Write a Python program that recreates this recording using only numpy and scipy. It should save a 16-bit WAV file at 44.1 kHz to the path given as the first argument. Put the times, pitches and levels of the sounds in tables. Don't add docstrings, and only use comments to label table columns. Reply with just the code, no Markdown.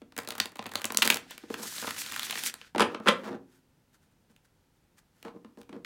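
import sys
import numpy as np
from scipy import signal
from scipy.fft import rfft, irfft, next_fast_len
from scipy.io import wavfile

SR = 44100
rng = np.random.default_rng(int(sys.argv[2]) if len(sys.argv) > 2 else 0)


def persist_wave(psi):
    counts = np.round(np.clip(psi, -1, 1) * 32767).astype(np.int16)
    wavfile.write(sys.argv[1], SR, np.atleast_2d(counts).T)


N = 257984

# start_s, body_db, crack_db, tick_db, pack_ring_hz (relative levels)
KNOCK_EVENTS = [(0.018, -43, -55, -66.5, 264), (1.437, -40, -56, -73, 312), (1.503, -29, -59, -71.5, 444),
                (1.598, -40.5, -57, -72, 218), (2.7486, -30.5, -31.5, -54.5, 1098),
                (2.7603, -24.5, -35, -59, 350), (2.7808, -30, -25, -35.5, 229.7),
                (2.796, -28.5, -18.5, -31, 1243), (2.805, -19, -17, -27.5, 472),
                (2.820, -20, -21.5, -33.5, 481), (2.946, -34, -31, -58, 312.3),
                (3.001, -36, -45, -75.5, 1200), (3.059, -35, -32, -65, 1273),
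                (3.065, -25, -34.5, -54.5, 469), (3.0792, -29.5, -22, -37.5, 1380),
                (3.0845, -23.5, -15, -25, 3300), (3.089, -19.5, -16, -30.5, 484),
                (4.298, -60.5, -71, -75.5, 201), (5.2502, -37.5, -49.5, -66.5, 444),
                (5.281, -48.5, -45, -70, 600), (5.447, -44.5, -52, -76, 237),
                (5.574, -43.5, -62.5, -70.5, 343), (5.693, -42.5, -50.5, -61, 269),
                (5.728, -43, -47, -65.5, 271)]
# low_hz, high_hz
BAND_EDGES_HZ = [(50, 1000), (1000, 4500), (4500, 18000)]
# freq_hz, density_db_per_hz (relative)
SLIDE_SPECTRUM = [(59, -47), (100, -10), (135, -7), (255, -4), (513, -10), (558, -9.5), (1330, 0),
                  (1550, 3), (2270, -4.5), (3700, -6), (5770, -6.5), (8110, -7.5), (15000, -13),
                  (16000, -22.5)]


def from_db(db):
    return 10 ** (np.asarray(db) / 20)


def rms_one(x):
    return x / np.sqrt(np.mean(x ** 2) + 1e-20)


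def at_hz(points, hz, axis=1):
    points = np.array(points)
    return np.interp(np.log(np.maximum(hz, 1)), np.log(points[:, 0]), points[:, axis])


def band(x, edges_hz):
    return signal.sosfilt(signal.butter(2, edges_hz, "band", fs=SR, output="sos"), x)


def colour(x, spectrum):
    n = x.shape[-1]
    size = next_fast_len(n) * 2
    magnitude = from_db(at_hz(spectrum, np.fft.rfftfreq(size, 1 / SR)))
    cepstrum = irfft(np.log(magnitude))
    cepstrum[1:size // 2] *= 2
    cepstrum[size // 2 + 1:] = 0
    return irfft(rfft(x, size) * np.exp(rfft(cepstrum)))[..., :n]


def resonance(x, hz, width_hz):
    r = np.exp(-np.pi * width_hz / SR)
    numerator = np.array([1, 0, -1]) * (1 - r * r) / 2
    denominator = [1, -2 * r * np.cos(2 * np.pi * hz / SR), r * r]
    return signal.lfilter(numerator, denominator, x + 1e-18)


def stroke(start_s, length_s, attack_s, release_s):
    t = np.arange(N) / SR - start_s
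    attack = np.clip(1 + t / attack_s, 0, 1)
    return attack * np.exp(-np.maximum(t - length_s, 0) / release_s)


def gains(rows, attack_s, release_s):
    return sum(np.outer(from_db(dbs), stroke(start_s, length_s, attack_s, release_s))
               for start_s, length_s, *dbs in rows)


def swells(rows):
    t = np.arange(N) / SR
    return sum(from_db(db) * np.exp(-(2 * (t - centre_s) / width_s) ** 2) for centre_s, width_s, db in rows)


def contacts(rows, base_decay_s, spectrum, rise, evenness, stretches, offsets_db, ring_db):
    size, ring_q = 2048, 3.5
    rows, t = np.array(rows), np.arange(size) / SR
    noise = rng.standard_normal((len(rows), 3, size))
    ratio = np.maximum(np.fft.rfftfreq(size, 1 / SR), 1) / rows[:, -1:]
    ring = 1 + from_db(ring_db) / (1 + 1j * ring_q * (ratio - 1 / ratio))
    out, span = np.zeros(N + size), 5 * SR / 1000
    for k, stretch in enumerate(stretches):
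        decay_s = base_decay_s * stretch
        shape = (1 - np.exp(-t / (rise * decay_s))) * np.exp(-t / decay_s)
        partials = rfft(noise[:, k] * shape)
        evened = partials / abs(partials) ** evenness
        bursts = irfft(ring * evened) * np.exp(-(t / (6 * decay_s)) ** 2)
        bursts = band(colour(bursts, spectrum), BAND_EDGES_HZ[k])
        bursts /= np.sqrt(np.sum(bursts ** 2, axis=1, keepdims=True) / span)
        for start_s, db, burst in zip(rows[:, 0], rows[:, 1 + k], bursts):
            i = int(np.clip(start_s * SR, 0, N - 1))
            out[i:i + size] += from_db(db + offsets_db[k]) * burst
    return out[:N]


def one_by_one(runs, count=56):
    gap_spread_log, strength_spread_db = 0.45, 5.5
    ring_low_hz, ring_high_hz = 1200, 4550
    out = []
    for start_s, end_s, per_s, *dbs in runs:
        luck = np.clip(rng.standard_normal((count, 2)), -2, 2)
        gaps_s = np.exp(gap_spread_log * luck[:, 0]) / per_s
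        times_s = start_s + np.cumsum(gaps_s) - gaps_s[0]
        levels_db = np.array(dbs) + strength_spread_db * luck[:, 1:2]
        levels_db[times_s > end_s] = -np.inf
        ring_hz = ring_low_hz * (ring_high_hz / ring_low_hz) ** rng.random(count)
        out.extend(np.column_stack([times_s, levels_db, ring_hz]))
    return out


def card_snaps(rows, base_decay_s):
    # freq_hz, density_db_per_hz (relative)
    snap_spectrum = [(50, -31), (100, -13.5), (160, -16.5), (220, -5), (500, -8.5), (950, -4), (1800, -4.5),
                     (2600, -4), (4500, -4.5), (5600, -8), (7200, -5.5), (16000, -9.5)]
    crack_db, ring_hz = np.array(rows)[:, 2:3], np.array(rows)[:, -1:]
    bunch = from_db(0.22 * np.maximum(crack_db + 30.5, 0))
    stiffness = np.maximum(ring_hz / 3000, 1) ** 0.47
    return contacts(rows, base_decay_s * bunch / stiffness, snap_spectrum, rise=0.49, evenness=0.52,
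                    stretches=(2.5, 1.25, 0.9), offsets_db=(-3, 0.2, 0.5), ring_db=3.5)


def pack_knocks(rows):
    # freq_hz, density_db_per_hz (relative)
    knock_spectrum = [(50, -47.5), (100, -15.5), (160, -12), (220, 4), (450, -4), (700, -7.5), (900, -5),
                      (1300, -12), (1900, -16), (3100, -18.5), (6000, -27.5), (9400, -27), (16000, -48.5)]
    return contacts(rows, 0.002, knock_spectrum, rise=0.17, evenness=0.37,
                    stretches=(2.4, 1.5, 1.2), offsets_db=(-1.5, -1.5, -1.5), ring_db=9.0)


def weight(lowest_hz):
    rows, pushes = np.array(KNOCK_EVENTS), np.zeros(N)
    pushes[np.clip(rows[:, 0] * SR, 0, N - 1).astype(int)] = from_db(rows[:, 1])
    return signal.sosfilt(signal.butter(2, lowest_hz, "high", fs=SR, output="sos"), pushes)


def friction(per_s, spread_db, grain_s, smooth):
    sizes = from_db(spread_db * np.minimum(rng.exponential(1, N), 3.5))
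    slips = (rng.random(N) < per_s / SR) * sizes
    power = signal.lfilter([1], [1, -np.exp(-2 / (grain_s * SR))], slips ** 2 + 1e-18)
    return rng.standard_normal(N) * np.sqrt(smooth + power / power.mean())


def patter(per_s, spread_db, low_hz, high_hz, width, count=14):
    flops = (rng.random(N) < per_s / SR) * from_db(spread_db * rng.uniform(-1.6, 1, N))
    dealt = rng.integers(0, count, N)
    pitches_hz = np.geomspace(low_hz, high_hz, count)
    return rms_one(sum(resonance(flops * (dealt == k), hz, width * hz) / np.sqrt(hz)
                       for k, hz in enumerate(pitches_hz)))


def sliding():
    # start_s, length_s, rasp_db, hiss_db
    slide_events = [(0.42, 0.049, -51.5, -55), (1.03, 0.086, -38, -49), (1.2, 1.48, -56, -66.5),
                    (1.302, 0.027, -43.5, -57), (1.505, 0.036, -53.5, -53), (2.62, 0.01, -56, -74)]
    # centre_s, width_s, level_db
    surge_events = [(1.63, 0.018, -39), (1.75, 0.25, -43), (2.005, 0.042, -32.5), (2.25, 0.029, -34.5),
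                    (2.39, 0.066, -41), (2.467, 0.04, -28.5)]
    rasp, hiss = gains(slide_events, attack_s=0.0084, release_s=0.017)
    bridge_start_s, growth_db_per_s = 1.634, 10
    bridge = stroke(bridge_start_s, length_s=0.865, attack_s=0.057, release_s=0.005)
    growth_db = growth_db_per_s * (np.arange(N) / SR - bridge_start_s)
    rasp = rasp + bridge * from_db(-49 + growth_db)
    hiss = hiss + bridge * from_db(-43) + swells(surge_events)
    return rasp, hiss


def slither():
    rasp, hiss = sliding()
    flutter = colour(friction(per_s=330, spread_db=2.5, grain_s=0.01, smooth=0.48), SLIDE_SPECTRUM)
    body, middle, top = (rms_one(band(flutter, edges_hz)) for edges_hz in BAND_EDGES_HZ)
    flops = patter(per_s=48, spread_db=6.0, low_hz=654.6, high_hz=3900, width=0.15)
    rasping = from_db(-12) * body + from_db(-5.5) * middle + from_db(-13.0) * flops
    return rasp * rasping - from_db(-6.0) * hiss * top


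def rubbing():
    # start_s, length_s, drag_db, rasp_db, hiss_db
    rub_events = [(1.586, 0.072, -46, -46.5, -51), (2.843, 0.1, -54, -44.5, -69),
                  (3.03, 0.032, -63, -49, -67), (3.156, 0.071, -65, -53, -69),
                  (3.243, 0.049, -47, -38.5, -61), (3.308, 0.043, -33.5, -42, -69.5),
                  (5.255, 0.034, -47.5, -45.5, -69.5), (5.351, 0.022, -46, -63, -84),
                  (5.586, 0.024, -46, -65, -66.5), (5.737, 0.034, -41, -58, -77)]
    # freq_hz, density_db_per_hz (relative)
    rub_spectrum = [(71, -45), (120, -1), (160, -2), (204, 6.5), (341, 6), (670, -5.5), (1070, -11.5),
                    (1290, -15), (1790, -21), (2070, -26), (16000, -44)]
    grains = colour(friction(per_s=630, spread_db=-3.0, grain_s=0.00066, smooth=0.33), rub_spectrum)
    strengths = gains(rub_events, attack_s=0.014, release_s=0.0067)
    drag, rasp, hiss = (gain * rms_one(band(grains, edges_hz))
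                        for gain, edges_hz in zip(strengths, BAND_EDGES_HZ))
    return from_db(-7.5) * drag - from_db(-5.5) * rasp + from_db(-0.5) * hiss


def brushing():
    # centre_s, width_s, level_db
    brush_events = [(3.543, 0.1, -68.5), (3.948, 0.032, -65.5), (4.04, 0.063, -74), (4.12, 0.016, -74.5),
                    (4.312, 0.032, -71.5), (4.452, 0.023, -68.5), (4.768, 0.026, -80.5),
                    (4.987, 0.028, -60.5), (5.203, 0.11, -70.5)]
    grains = friction(per_s=390, spread_db=-2.0, grain_s=0.0018, smooth=1.0)
    return swells(brush_events) * rms_one(colour(grains, SLIDE_SPECTRUM))


def table(x):
    # freq_hz, width_hz, gain_db
    table_modes = [(92, 20, -3), (130, 18, -7), (213, 18, 6), (240, 25, 0), (275, 22, -6), (363, 25, -2),
                   (474, 11, 11), (579, 20, -7), (893, 20, -5), (1070, 20, -7), (1220, 25, -6),
                   (1642, 20, -8)]
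    return sum(from_db(db) * resonance(x, hz, width_hz) for hz, width_hz, db in table_modes)


def room(x, build_s):
    # freq_hz, reverberant_level_db, t60_s
    room_bands = [(100, 4, 0.2), (250, -4.5, 0.69), (600, -3, 0.18), (1520, -4.5, 0.28), (3500, -7, 0.19),
                  (7000, -7, 0.18), (15000, -12, 0.13)]
    t, echoes = np.arange(SR * 3 // 4) / SR, 0
    edges_hz = np.geomspace(50, 18000, 13)
    for low_hz, high_hz in zip(edges_hz, edges_hz[1:]):
        centre_hz = np.sqrt(low_hz * high_hz)
        decay = from_db(-60 * t / at_hz(room_bands, centre_hz, axis=2))
        tail = band(rng.standard_normal(len(t)), [low_hz, high_hz]) * decay
        tail *= 1 - np.exp(-(t / build_s) ** 2)
        level = np.sqrt(2 * (high_hz - low_hz) / SR / np.sum(tail ** 2))
        echoes = echoes + tail * from_db(at_hz(room_bands, centre_hz)) * level
    return signal.fftconvolve(x, echoes)[:N]


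def room_air():
    # freq_hz, density_db_per_hz (relative)
    air_spectrum = [(15, -46), (25, -9), (166, -6.5), (384, -16), (503, -17.5), (641, -22), (911, -20),
                    (1130, -27), (1400, -23.5), (1790, -26.5), (16000, -37.5)]
    return from_db(-68.5) * rms_one(colour(rng.standard_normal(N), air_spectrum))


def scene():
    # start_s, body_db, crack_db, tick_db, card_ring_hz (relative levels)
    snap_events = [(0.1218, -53.5, -55, -67, 810), (0.165, -45, -43.5, -47, 2230),
                   (0.1779, -34, -38.5, -35.5, 1920), (0.1872, -31.5, -34, -38, 1860),
                   (0.2742, -40, -42, -43, 4300), (0.2871, -36, -50, -36.5, 3680),
                   (0.3052, -44, -36, -37.5, 4200), (0.3805, -41, -42, -40.5, 1470),
                   (0.4005, -29.5, -20, -28.5, 4950), (0.4565, -38.5, -36.5, -40, 3350),
                   (0.569, -52, -61, -54, 3940), (0.5917, -30.5, -36.5, -62, 880),
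                   (0.6252, -44, -46, -58, 1190), (0.6571, -36, -41, -65, 740),
                   (0.7173, -44, -43, -51, 1600), (0.7364, -39, -52, -46, 1660),
                   (0.755, -30, -28, -31, 4200), (0.817, -41, -40, -42, 1570),
                   (0.843, -31, -29.5, -34, 2630), (0.8538, -35.5, -46, -28.5, 7700),
                   (0.9036, -31, -35, -63, 1450), (0.9213, -34.5, -50, -35.5, 1040),
                   (0.9462, -35, -37.5, -36.5, 4700), (0.972, -41, -31.5, -17.5, 6750),
                   (0.986, -32, -32, -47, 6540), (1.0206, -35, -16, -26, 2790),
                   (1.0255, -35, -20, -27, 2540), (1.0755, -26, -22, -24, 12300),
                   (1.1011, -25.5, -14.5, -21.5, 2400), (1.123, -33.5, -27.5, -51, 2630),
                   (1.1435, -35.5, -34, -29, 4630), (1.1592, -36.5, -43, -45, 1530),
                   (1.1697, -39, -33.5, -36, 2850), (1.3085, -43, -61, -44.5, 1070),
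                   (1.3787, -48, -45, -46, 2230), (1.541, -37, -32.5, -45, 1610),
                   (1.8248, -34.5, -40, -55, 1490), (1.8435, -30.5, -57, -57, 1440),
                   (1.8749, -28.5, -41, -57, 1090), (1.907, -44, -33, -38.5, 1700),
                   (2.017, -49, -36.5, -42, 2340), (2.1215, -43, -40.5, -40, 1760),
                   (2.1615, -46, -32, -39, 1560), (2.1946, -70, -30, -34.5, 3700),
                   (2.2308, -70, -33, -37, 3800), (2.308, -58, -32, -33, 2470),
                   (2.3253, -55, -32.5, -50, 2700), (2.355, -43, -33.5, -57, 1950),
                   (2.4361, -43, -38, -32.5, 2500), (2.4617, -47, -33, -32.5, 2070),
                   (2.5404, -48, -41, -39.5, 9100), (2.6141, -51.5, -44, -62, 2840),
                   (4.3625, -66, -61.5, -66.5, 2887), (5.2273, -53.5, -50.5, -53.5, 2784),
                   (5.6144, -60, -55, -60, 756), (5.631, -68.5, -63.5, -68.5, 2500),
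                   (5.8471, -42.5, -39.5, -55, 1570)]
    # start_s, end_s, cards_per_s, body_db, crack_db, tick_db (mean relative levels)
    card_runs = [(0.2, 1.0, 52, -47, -52.5, -55), (1.03, 1.17, 99.6, -37.5, -43, -37),
                 (1.76, 2.49, 67, -53, -44, -54)]
    clatter_runs = [(2.79, 2.832, 170, -34.5, -29.5, -44.5), (3.066, 3.094, 220, -39.5, -24.5, -48)]
    snaps = card_snaps(snap_events, base_decay_s=0.0014)
    snaps = snaps + card_snaps(one_by_one(card_runs), base_decay_s=0.0025)
    knocks = pack_knocks(KNOCK_EVENTS) + pack_knocks(one_by_one(clatter_runs))
    rubs = rubbing()
    slides = slither() + brushing()
    to_table = from_db(32.5) * weight(lowest_hz=108) + from_db(-3.5) * snaps
    to_table = to_table + from_db(-1) * rubs + from_db(-7) * knocks
    top = table(to_table)
    to_walls = from_db(-3.0) * snaps + from_db(-7.0) * slides + knocks
    to_walls = to_walls + from_db(-1.0) * rubs + from_db(-12.5) * top
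    walls = room(to_walls, build_s=0.0064)
    return (snaps + knocks + top + rubs + slides + walls + room_air())[None]


def record(dry):
    return signal.sosfilt(signal.ellip(10, 0.1, 80, 16300, fs=SR, output="sos"), dry)


dry = scene()
out = record(dry)
persist_wave(out)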